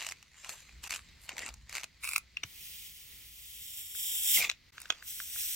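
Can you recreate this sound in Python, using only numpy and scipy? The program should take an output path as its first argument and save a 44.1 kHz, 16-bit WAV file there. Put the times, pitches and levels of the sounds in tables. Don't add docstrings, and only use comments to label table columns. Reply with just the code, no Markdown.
import sys
import numpy as np
from scipy import signal
from scipy.fft import rfft, irfft
from scipy.io import wavfile
from scipy.ndimage import uniform_filter1d

SR = 44100
rng = np.random.default_rng(int(sys.argv[2]) if len(sys.argv) > 2 else 0)


def transcribe(u):
    v = np.clip(np.atleast_2d(u).T, -1, 1)
    q = np.round(v * 32767).astype(np.int16)
    wavfile.write(sys.argv[1], SR, q)


N = 244870
TIME = np.arange(N) / SR
FREQS = np.fft.rfftfreq(N, 1 / SR)
LEAD_S = .008

# f/Hz, relative level/dB
GLUE_COLOUR = [(59, -58), (100, -18), (424, -16), (736, -9.5), (1390, -7.3), (2520, -2), (3320, -8),
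               (4000, -6), (5200, -8.5), (6990, -6), (8000, -9), (9210, -19.5), (14100, -25), (16000, -34)]
# f/Hz, relative level/dB
SKIN_COLOUR = [(150, -25), (400, -29), (700, -25.5), (1300, -9.5), (1800, -19), (2200, 0), (2600, 1.5),
               (3200, -17), (3800, -6.5), (6300, -14), (7500, -9), (9500, -11.5), (12800, -22),
               (15500, -19)]
# f/Hz, relative level/dB
CONTACT_COLOUR = [(200, -16), (600, -6.5), (850, -7), (1200, 0), (7000, -2), (9500, -17)]
# f/Hz, likeness (0-1), lead of the first port/rad
AT_HANDS = [(62.4, 1, 0.07), (400, 0.5, -0.1), (950, .99, -.05), (2500, 1, -0.05), (3300, .7, 0.25),
            (4200, .9, .1), (8400, .15, -1)]
# f/Hz, likeness (0-1), lead of the first port/rad
AT_BLADE = [(194, 0.86, 3), (600, 0.5, .4), (1050, 0.98, 0.2), (2300, 1, 0), (2550, .95, 0.4),
            (3210, 0.15, 2.2), (4400, 0.8, 2.7), (5460, .9, 0.5), (7800, 0.41, 1.36), (9300, .7, 2),
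            (12200, 0.6, 0.5), (15400, 0.49, 2)]


def amp(db):
    return 10 ** (np.asarray(db) / 20)


def evened(x):
    return x / np.sqrt(np.mean(x ** 2) + 1e-20)


def read(points, hz, axis=1):
    rows = np.array(points, float)
    return np.interp(np.log(hz + 1), np.log(rows[:, 0] + 1), rows[:, axis])


def follow(rows, axis=1):
    rows = np.array(rows, float)
    return np.interp(TIME, rows[:, 0], rows[:, axis])


def level(rows):
    inside = 1. * (TIME >= rows[0][0]) * (TIME <= rows[-1][0])
    return amp(follow(rows)) * uniform_filter1d(inside, size=200)


def add(mix, s, sound):
    part = mix[:, max(round(s * SR), 0):][:, :sound.shape[1]]
    part += sound[:, :part.shape[1]]


def wander(hz):
    noise = rfft(rng.standard_normal(N))
    return evened(irfft(noise / (1 + (FREQS / hz) ** 4), N))


def ports(pair, spectrum, place):
    size = pair.shape[1]
    hz = np.fft.rfftfreq(size, 1 / SR)
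    a, b = rfft(pair) * amp(read(spectrum, hz))
    likeness = np.clip(read(place, hz), 0, 1)
    half_turn = np.exp(.5j * read(place, hz, axis=2))
    shared = a * np.sqrt(1 + likeness)
    apart = b * np.sqrt(1 - likeness)
    out = irfft(np.array([(shared + apart) * half_turn, (shared - apart) / half_turn]), size)
    return out / np.sqrt(np.mean(out.mean(0) ** 2))


def rupture_sizes(per_s, spread_db):
    sizes = amp(spread_db * np.minimum(rng.exponential(1, N), 3.5))
    return sizes * (rng.random(N) < per_s / SR)


def grains(per_s, spread_db, ring_s, wash):
    sizes = rupture_sizes(per_s, spread_db)
    power = signal.lfilter([1], [1, -np.exp(-2 / (ring_s * SR))], sizes ** 2)
    return np.sqrt(power / power.mean() + wash ** 2) * rng.standard_normal((2, N))


def pings(per_s, spread_db, cycles, count=24):
    sizes = rupture_sizes(per_s, spread_db)
    kicks = sizes * rng.standard_normal((2, N))
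    patch = rng.integers(0, count, N)
    out = np.zeros((2, N))
    for k, hz in enumerate(np.geomspace(220, 14000, count)):
        turn = 2 * np.pi * hz / SR
        r = np.exp(-hz / (cycles * SR))
        out += signal.lfilter([1 - r, 0, r - 1], [1, -2 * r * np.cos(turn), r * r], kicks * (patch == k))
    return evened(out)


def brighten(x, treble_db, hz):
    high = irfft(rfft(x) / (1 + (hz / (FREQS + 1)) ** 12), N)
    low = x - high
    return low / low.mean(0).std(), high / high.mean(0).std() * amp(treble_db)


def strain(start, end, level_db, ease_s):
    build_share = .7
    away = np.maximum(start - TIME, 0) / build_share + np.maximum(TIME - end, 0)
    return amp(level_db - 20 * away / ease_s)


def shifting(x, patchy_db=3.7):
    z = signal.stft(x, nperseg=512)[2]
    patches = rng.standard_normal(z.shape[1:])
    patches = uniform_filter1d(patches, size=4, axis=0)
    patches = uniform_filter1d(patches, size=9, axis=1)
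    return evened(signal.istft(z * amp(patchy_db * evened(patches)))[1][:, :N])


def stick_slip():
    slips_per_s, unevenness, stuck_db = 140, .5, -4
    turns = np.cumsum(slips_per_s * np.exp(unevenness * wander(slips_per_s))) / SR
    from_slip_s = abs(turns % 1 - .5) / slips_per_s
    return evened(amp(stuck_db) + np.exp(-2 * from_slip_s / .0016))


def resonate(x, hz, width_hz):
    turn = np.exp(2j * np.pi * np.cumsum(hz) / SR)
    r = np.exp(-np.pi * width_hz / SR)
    return (turn * signal.lfilter([1], [1, -2 * r, r * r], x / turn)).real


def crackle(rows, spectrum, place, trim_db, treble_db, per_s, spread_db, wash, ping_db):
    cracks = evened(grains(per_s, spread_db, .0003, wash))
    cracks = cracks + amp(ping_db) * pings(4 * per_s, spread_db, cycles=2.2)
    clumps = shifting(cracks) * stick_slip()
    low, high = brighten(ports(clumps, spectrum, place), treble_db, 9000)
    return amp(trim_db) * sum(strain(start, end, level_db, ease_s) * (low + high * amp(bright_db))
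                              for start, end, level_db, bright_db, ease_s in rows)


def click(modes, spectrum, place, shares_db, rise_s, burst_s, ring_db, tail_db, tail_s):
    band_edges = (1800, 4000, 9000)
    skirt_db, skirt_s = -15, .0055
    size = round(4 * LEAD_S * SR)
    t = np.arange(size) / SR - LEAD_S
    hz = np.fft.rfftfreq(size, 1 / SR)
    age = np.maximum(t, 0)
    build_up = np.exp(np.minimum(t, 0) / rise_s)

    skirt = amp(skirt_db) * np.exp(-abs(t) / skirt_s) * np.clip(1 + t / LEAD_S, 0, 1) ** .5
    release = build_up * (np.exp(-age / burst_s) + amp(tail_db) * np.exp(-age / tail_s))
    burst = (skirt + release) * rng.laplace(size=(2, size))
    ring = 0
    for f, width_hz, db in modes:
        tone = np.sin(2 * np.pi * (f * t + rng.random((2, 1))))
        ring = ring + amp(db) * evened(build_up * tone * np.exp(-np.pi * width_hz * age))
    heard = ports(evened(burst) + amp(ring_db) * ring, spectrum, place)

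    below = [0 * hz] + [1 / (1 + (hz / edge) ** 10) for edge in band_edges] + [1 + 0 * hz]
    parts = irfft(rfft(heard) * np.diff(below, axis=0)[:, None], size)
    body, edge, fizz = amp(np.minimum(shares_db, -1))
    core = np.sqrt(max(1 - body ** 2 - edge ** 2 - fizz ** 2, .1))
    sound = sum(g * part / np.linalg.norm(part.mean(0)) for g, part in zip((body, core, edge, fizz), parts))
    return sound * np.sqrt(.005 * SR)


def room(x, wet_db=-21, t60=.14, dull_hz=5000):
    t = TIME[:SR // 3]
    tail = rng.standard_normal((2, len(t))) * amp(-60 * t / t60) * (t > .003)
    tail = signal.lfilter(*signal.butter(1, dull_hz, fs=SR), tail)
    return x + amp(wet_db) * signal.fftconvolve(x, tail / np.linalg.norm(tail[0]), axes=1)[:, :N]


def room_tone(db=-64.7, drift_db=1.5):
    # f/Hz, relative level/dB
    air_colour = [(20, -14.5), (74, -8), (168, -16), (700, -28), (1550, -27), (2050, -15.5), (2700, -23),
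                  (4400, -19.5), (6000, -28), (9500, -41), (16000, -38)]
    # f/Hz, likeness (0-1), lead of the first port/rad
    in_room = [(60, 1, 0), (300, .2, 0), (700, .55, 3), (2000, 1, 0), (6000, .3, 0)]
    air = ports(rng.standard_normal((2, N)), air_colour, in_room)
    return amp(db + drift_db * wander(2.8)) * air


def handling(rest_db=-69, sway_db=2):
    # start t/s, end t/s, level/dB, time to ease off by 20 dB t/s
    regrips = [(.73, .8, -61, .15), (1.05, 1.1, -60.5, .12), (1.51, 1.65, -59, .2)]
    # f/Hz, relative level/dB
    rumble_colour = [(20, -25), (40, -8), (58, 2), (80, -9.5), (115, -13.5), (220, -22), (600, -56)]
    # t/s, peak level/dB, f/Hz, time to fade by 60 dB t/s
    bumps = [(2.436, -51, 302, 0.044), (2.449, -42.5, 116, 0.048), (4.902, -51, 115, 0.067)]
    gain = amp(rest_db + sway_db * wander(3)) + sum(strain(*row) for row in regrips)
    out = gain * ports(rng.standard_normal((2, N)), rumble_colour, AT_HANDS)
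    t = TIME[:SR // 4]
    for s, peak_db, hz, t60 in bumps:
        bump = amp(peak_db - 60 * t / t60) * np.sin(2 * np.pi * hz * t)
        add(out, s, np.tile(bump, (2, 1)))
    return out


def rubbing(per_s=300, spread_db=3, wash=1.0, sway_db=1.4):
    # start t/s, end t/s, level/dB, time to ease off by 20 dB t/s
    grip_span = (0, 1.6, -68.5, 2)
    # start t/s, end t/s, level/dB, time to ease off by 20 dB t/s
    slides = [(.385, .42, -61, .1), (.5, .59, -57, .15)]
    # f/Hz, relative level/dB
    glove_colour = [(500, -12), (2000, -2), (5800, -5), (7300, 4), (9000, -13), (11000, -9), (16000, -24)]
    rustle = shifting(grains(per_s, spread_db, .001, wash))
    grip = strain(*grip_span) * amp(sway_db * wander(10)) * ports(rustle, GLUE_COLOUR, AT_HANDS)
    return grip + sum(strain(*row) for row in slides) * ports(rustle, glove_colour, AT_HANDS)


def flexing(per_s=220, spread_db=2.5, wash=.4):
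    # start t/s, end t/s, level/dB, first f/Hz, last f/Hz
    flexes = [(.45, .52, -60, 1100, 520), (1.305, 1.335, -57.5, 1150, 280), (1.372, 1.392, -57, 750, 620),
              (1.415, 1.48, -60, 420, 170)]
    ease_s, width_hz = .04, 420
    glide = []
    for start, end, _, first_hz, last_hz in flexes:
        glide += [(start, first_hz), (end, last_hz)]
    lumps = ports(grains(per_s, spread_db, .002, wash), GLUE_COLOUR, AT_HANDS)
    lumps = resonate(lumps, follow(glide), width_hz)
    lumps /= np.sqrt(uniform_filter1d(lumps.mean(0) ** 2, size=2000))
    return lumps * sum(strain(start, end, level_db, ease_s) for start, end, level_db, _, _ in flexes)


def taps():
    # t/s, level/dB
    tap_list = [(3.951, -55), (4.7816, -44), (4.8574, -47), (5.0262, -47.5), (5.2026, -40), (5.362, -49)]
    modes = [(1550, 600, 0)]  # f/Hz, width f/Hz, level/dB
    shares_db = (-2.8, -13, -30)
    out = np.zeros((2, N))
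    for s, level_db in tap_list:
        sound = click(modes, CONTACT_COLOUR, AT_BLADE, shares_db,
                      rise_s=.001, burst_s=.0013, ring_db=-4, tail_db=-16, tail_s=.008)
        add(out, s - LEAD_S, amp(level_db) * sound)
    return out


def knocks(low_db=2, high_db=0):
    # t/s, level/dB, low body share level/dB, 4-9 kHz edge share level/dB,
    # low ring f/Hz, high ring f/Hz, width of both rings f/Hz
    knock_list = [(2.371, -32.5, -24, -16, 2720, 5650, 190), (2.4345, -37, -15, -12, 2280, 3650, 200),
                  (2.437, -33.3, -12, -4, 2900, 5800, 260), (4.495, -35, -12, -4, 2400, 6000, 600),
                  (4.499, -26.5, -17, -7, 2600, 3900, 600), (4.5145, -40, -11, -4, 2700, 3400, 400),
                  (4.9037, -26.5, -5.5, -7.5, 3350, 6550, 220), (4.924, -42, -9, -7, 2580, 7000, 500)]
    # f/Hz, width f/Hz, level/dB
    knife_modes = [(1190, 100, -19), (2530, 110, -9), (3300, 80, -17), (5790, 90, -19), (6560, 110, -18)]
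    fizz_db = -17
    out = np.zeros((2, N))
    for s, level_db, body_db, edge_db, low_hz, high_hz, width_hz in knock_list:
        modes = knife_modes + [(low_hz, width_hz, low_db), (high_hz, width_hz, high_db)]
        shares_db = (body_db, edge_db, edge_db + fizz_db)
        sound = click(modes, CONTACT_COLOUR, AT_BLADE, shares_db,
                      rise_s=.0008, burst_s=.0016, ring_db=-3, tail_db=-14.5, tail_s=.0075)
        add(out, s - LEAD_S, amp(level_db) * sound)
    return out


def peeling():
    # start t/s, end t/s, level before the trim/dB, added treble level/dB, time to ease off by 20 dB t/s
    tugs = [(0, .12, -46.3, -13, .025), (.447, .475, -50, -19, .05), (.502, .53, -48.5, -7, .035),
            (.835, .877, -46, -10, .018), (.905, .965, -44.5, -10.5, .05), (1.235, 1.255, -58.5, -2, .06),
            (1.295, 1.33, -51, -23, .045), (1.39, 1.485, -45.5, -20, .045), (1.705, 1.82, -53, -17, .05),
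            (1.745, 1.78, -46, -13, .04)]
    return crackle(tugs, GLUE_COLOUR, AT_HANDS, trim_db=-1.9, treble_db=1.3,
                   per_s=700, spread_db=3, wash=.7, ping_db=-1.5)


def snaps(glue_scatter=.17):
    # t/s, level/dB, brightness level/dB added to edge and fizz
    snap_list = [(.0076, -42, 0), (.0182, -41, -3), (.0254, -39, -2), (.0481, -42, -1), (.0672, -36.5, 3),
                 (.0895, -39.5, 3), (.1126, -44, 1), (.1222, -39.5, -2), (.228, -52, 1), (.447, -43.5, -3),
                 (.4937, -37.5, 3), (.501, -45, 3), (.6936, -54, -7), (.84, -43, 2), (.9079, -34, 2),
                 (.9234, -38, 2), (.9278, -38.5, -4), (.9397, -37.5, 0), (.95, -41.5, -6), (.9615, -39, 2),
                 (1.2927, -36, -2), (1.3687, -45, -1), (1.382, -38, 1), (1.3928, -39.5, 3),
                 (1.422, -44, -2), (1.4641, -42, -4), (1.49, -43, 1), (1.5412, -50, 5), (1.6957, -46, 3),
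                 (1.7278, -43, 1), (1.7533, -35.5, 1), (1.7606, -40, 0), (1.7692, -37, 0),
                 (1.7824, -36.5, -4), (1.8347, -40, 0), (1.8424, -38.5, 2), (2.0368, -42, -4),
                 (2.0444, -36, 1), (2.0522, -37.5, -1), (2.0759, -36.5, -2), (2.0907, -34, 1),
                 (2.1135, -42, 0), (2.1215, -41, -2), (2.1349, -35.5, 1), (2.1622, -23.3, -3),
                 (2.181, -33.5, 3), (4.803, -50, 4), (4.818, -47.5, 5)]
    # f/Hz, width f/Hz, level/dB
    sole_modes = [(1340, 610, -8), (2460, 650, 0.5)]
    glue_shares, skin_shares = (-10.3, -5.8, -13.5), (-10.5, -9, -6.5)
    out = np.zeros((2, N))
    for (s, level_db, bright_db), patch in zip(snap_list, rng.uniform(-1, 1, len(snap_list))):
        if s > 2:
            spectrum, place, shares, modes = SKIN_COLOUR, AT_BLADE, skin_shares, sole_modes
        else:
            spectrum, place, shares = GLUE_COLOUR, AT_HANDS, glue_shares
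            modes = [(hz * np.exp(glue_scatter * patch), width, db) for hz, width, db in sole_modes]
        body_db, edge_db, fizz_db = shares
        sound = click(modes, spectrum, place, (body_db, edge_db + bright_db, fizz_db + bright_db),
                      rise_s=.0007, burst_s=.0007, ring_db=-7.5, tail_db=-15, tail_s=.004)
        add(out, s - LEAD_S, amp(level_db) * sound)
    return out


def piercing():
    # start t/s, end t/s, level before the trim/dB, added treble level/dB,
    # time to ease off by 20 dB t/s
    stab_rows = [(2.038, 2.15, -44.6, -6, .036)]
    shift_rows = [(4.775, 4.87, -57, -5, .18), (4.93, 5.03, -58.5, -16, .06)]
    stab = crackle(stab_rows, SKIN_COLOUR, AT_BLADE, trim_db=-.5, treble_db=2,
                   per_s=1600, spread_db=1.6, wash=.7, ping_db=-1)
    shift = crackle(shift_rows, CONTACT_COLOUR, AT_BLADE, trim_db=-3.5, treble_db=-2.5,
                    per_s=300, spread_db=1.5, wash=1.1, ping_db=-8)
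    return stab + shift


def tearing(trim_db=1, per_s=900, spread_db=1.5, ring_s=.001, wash=.7):
    # start t/s, end t/s, level before the trim/dB, time to ease off by 20 dB t/s
    tear_span = (4.39, 4.448, -34.3, .06)
    # f/Hz, relative level/dB
    torn_colour = [(80, -13), (300, -14), (500, -11.5), (1400, -8), (1750, -12), (2000, 4), (2550, 3.5),
                   (3050, -4), (5000, -9.5), (7200, -5), (8800, -19), (15500, -16)]
    # t/s, level/dB, ring f/Hz
    rips = [(4.3745, -29, 2100), (4.4075, -33, 2420), (4.4155, -31.5, 2250), (4.4243, -30, 2380),
            (4.429, -32.5, 2150), (4.4445, -29, 2150), (4.449, -30.5, 2520), (4.472, -41.5, 2400)]
    width_hz, shares_db = 160, (-22, -13, -22)
    rasp = shifting(grains(per_s, spread_db, ring_s, wash))
    out = amp(trim_db) * strain(*tear_span) * ports(rasp, torn_colour, AT_HANDS)
    for s, level_db, hz in rips:
        sound = click([(hz, width_hz, 0)], torn_colour, AT_HANDS, shares_db,
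                      rise_s=.0015, burst_s=.0012, ring_db=5, tail_db=-15, tail_s=.004)
        add(out, s - LEAD_S, amp(level_db) * sound)
    return out


def cut(rows, colours, trim_db, treble_db, per_s=7000, spread_db=.5, flutter_db=.55, wash=1.1):
    # t/s, depth (0-1)
    depth_curve = [(2.5, 0.03), (3.3, 0.17), (3.93, 0.92), (4.3, 0.92), (4.42, 0.2)]
    # delay t/s, level/dB
    echoes = [(.0053, -6)]
    cells = grains(per_s, spread_db, .00025, wash) * amp(flutter_db * wander(50))
    cells = cells + sum(amp(db) * np.roll(cells, round(s * SR), axis=1) for s, db in echoes)
    shallow, deep = (ports(cells, colour, AT_BLADE) for colour in colours)
    depth = np.clip(follow(depth_curve), 0, 1)
    low, high = brighten((1 - depth) * shallow + depth * deep, treble_db, 11000)
    return amp(trim_db) * level(rows) * (low + high)


def first_cut():
    # t/s, hiss level before the trim/dB
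    draw = [(2.45, -63), (2.63, -51.8), (2.86, -52.5), (2.92, -56.5), (3.28, -58), (3.76, -49), (3.79, -45),
            (3.83, -51), (3.94, -50), (3.96, -43), (4.17, -38), (4.21, -39), (4.36, -28), (4.39, -32),
            (4.47, -57)]
    # f/Hz, relative level/dB
    shallow_colour = [(300, -19.5), (1500, -27), (2100, -2.5), (3100, 6.5), (3900, 1.5), (7600, 0),
                      (12500, -2.5), (14200, 1.5), (15700, 3)]
    # f/Hz, relative level/dB
    deep_colour = [(300, -44), (1500, -20.5), (2700, -5.5), (3300, 7), (3750, 3), (4150, -17), (4600, -12),
                   (5450, 3), (6300, -7), (7500, 9), (8800, -1), (9900, 5), (10800, -5), (12000, 4),
                   (13000, -1), (15700, 2)]
    return cut(draw, (shallow_colour, deep_colour), trim_db=-.7, treble_db=3.6)


def second_cut():
    # t/s, hiss level before the trim/dB
    draw = [(5.02, -66), (5.08, -45.5), (5.286, -48), (5.398, -40), (5.55, -40)]
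    # f/Hz, relative level/dB
    heel_colour = [(300, -17.5), (950, -39), (1350, -17), (2400, -4), (3300, 3), (4800, -4.5), (5600, 4),
                   (6900, -1), (7800, 6), (9500, 1), (13200, -3.5), (13900, 5.5), (15700, -0.5)]
    return cut(draw, (heel_colour, heel_colour), trim_db=-1.3, treble_db=2.5)


def scene():
    hands = peeling() + flexing() + rubbing()
    contacts = snaps() + knocks() + taps()
    blade = piercing() + first_cut() + second_cut() + tearing()
    return room(hands + contacts + blade) + handling() + room_tone()


def record(dry):
    # start t/s, end t/s
    dips = [(.883, .893), (4.707, 4.721)]
    dip_db = -24
    dipped = uniform_filter1d(sum(1. * (TIME > start) * (TIME < end) for start, end in dips), size=200)
    low_pass = signal.firwin(401, 16000, window=("kaiser", 8), fs=SR)
    return signal.oaconvolve(dry * amp(dip_db * dipped), low_pass[None], "same")


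dry = scene()
out = record(dry)
transcribe(out)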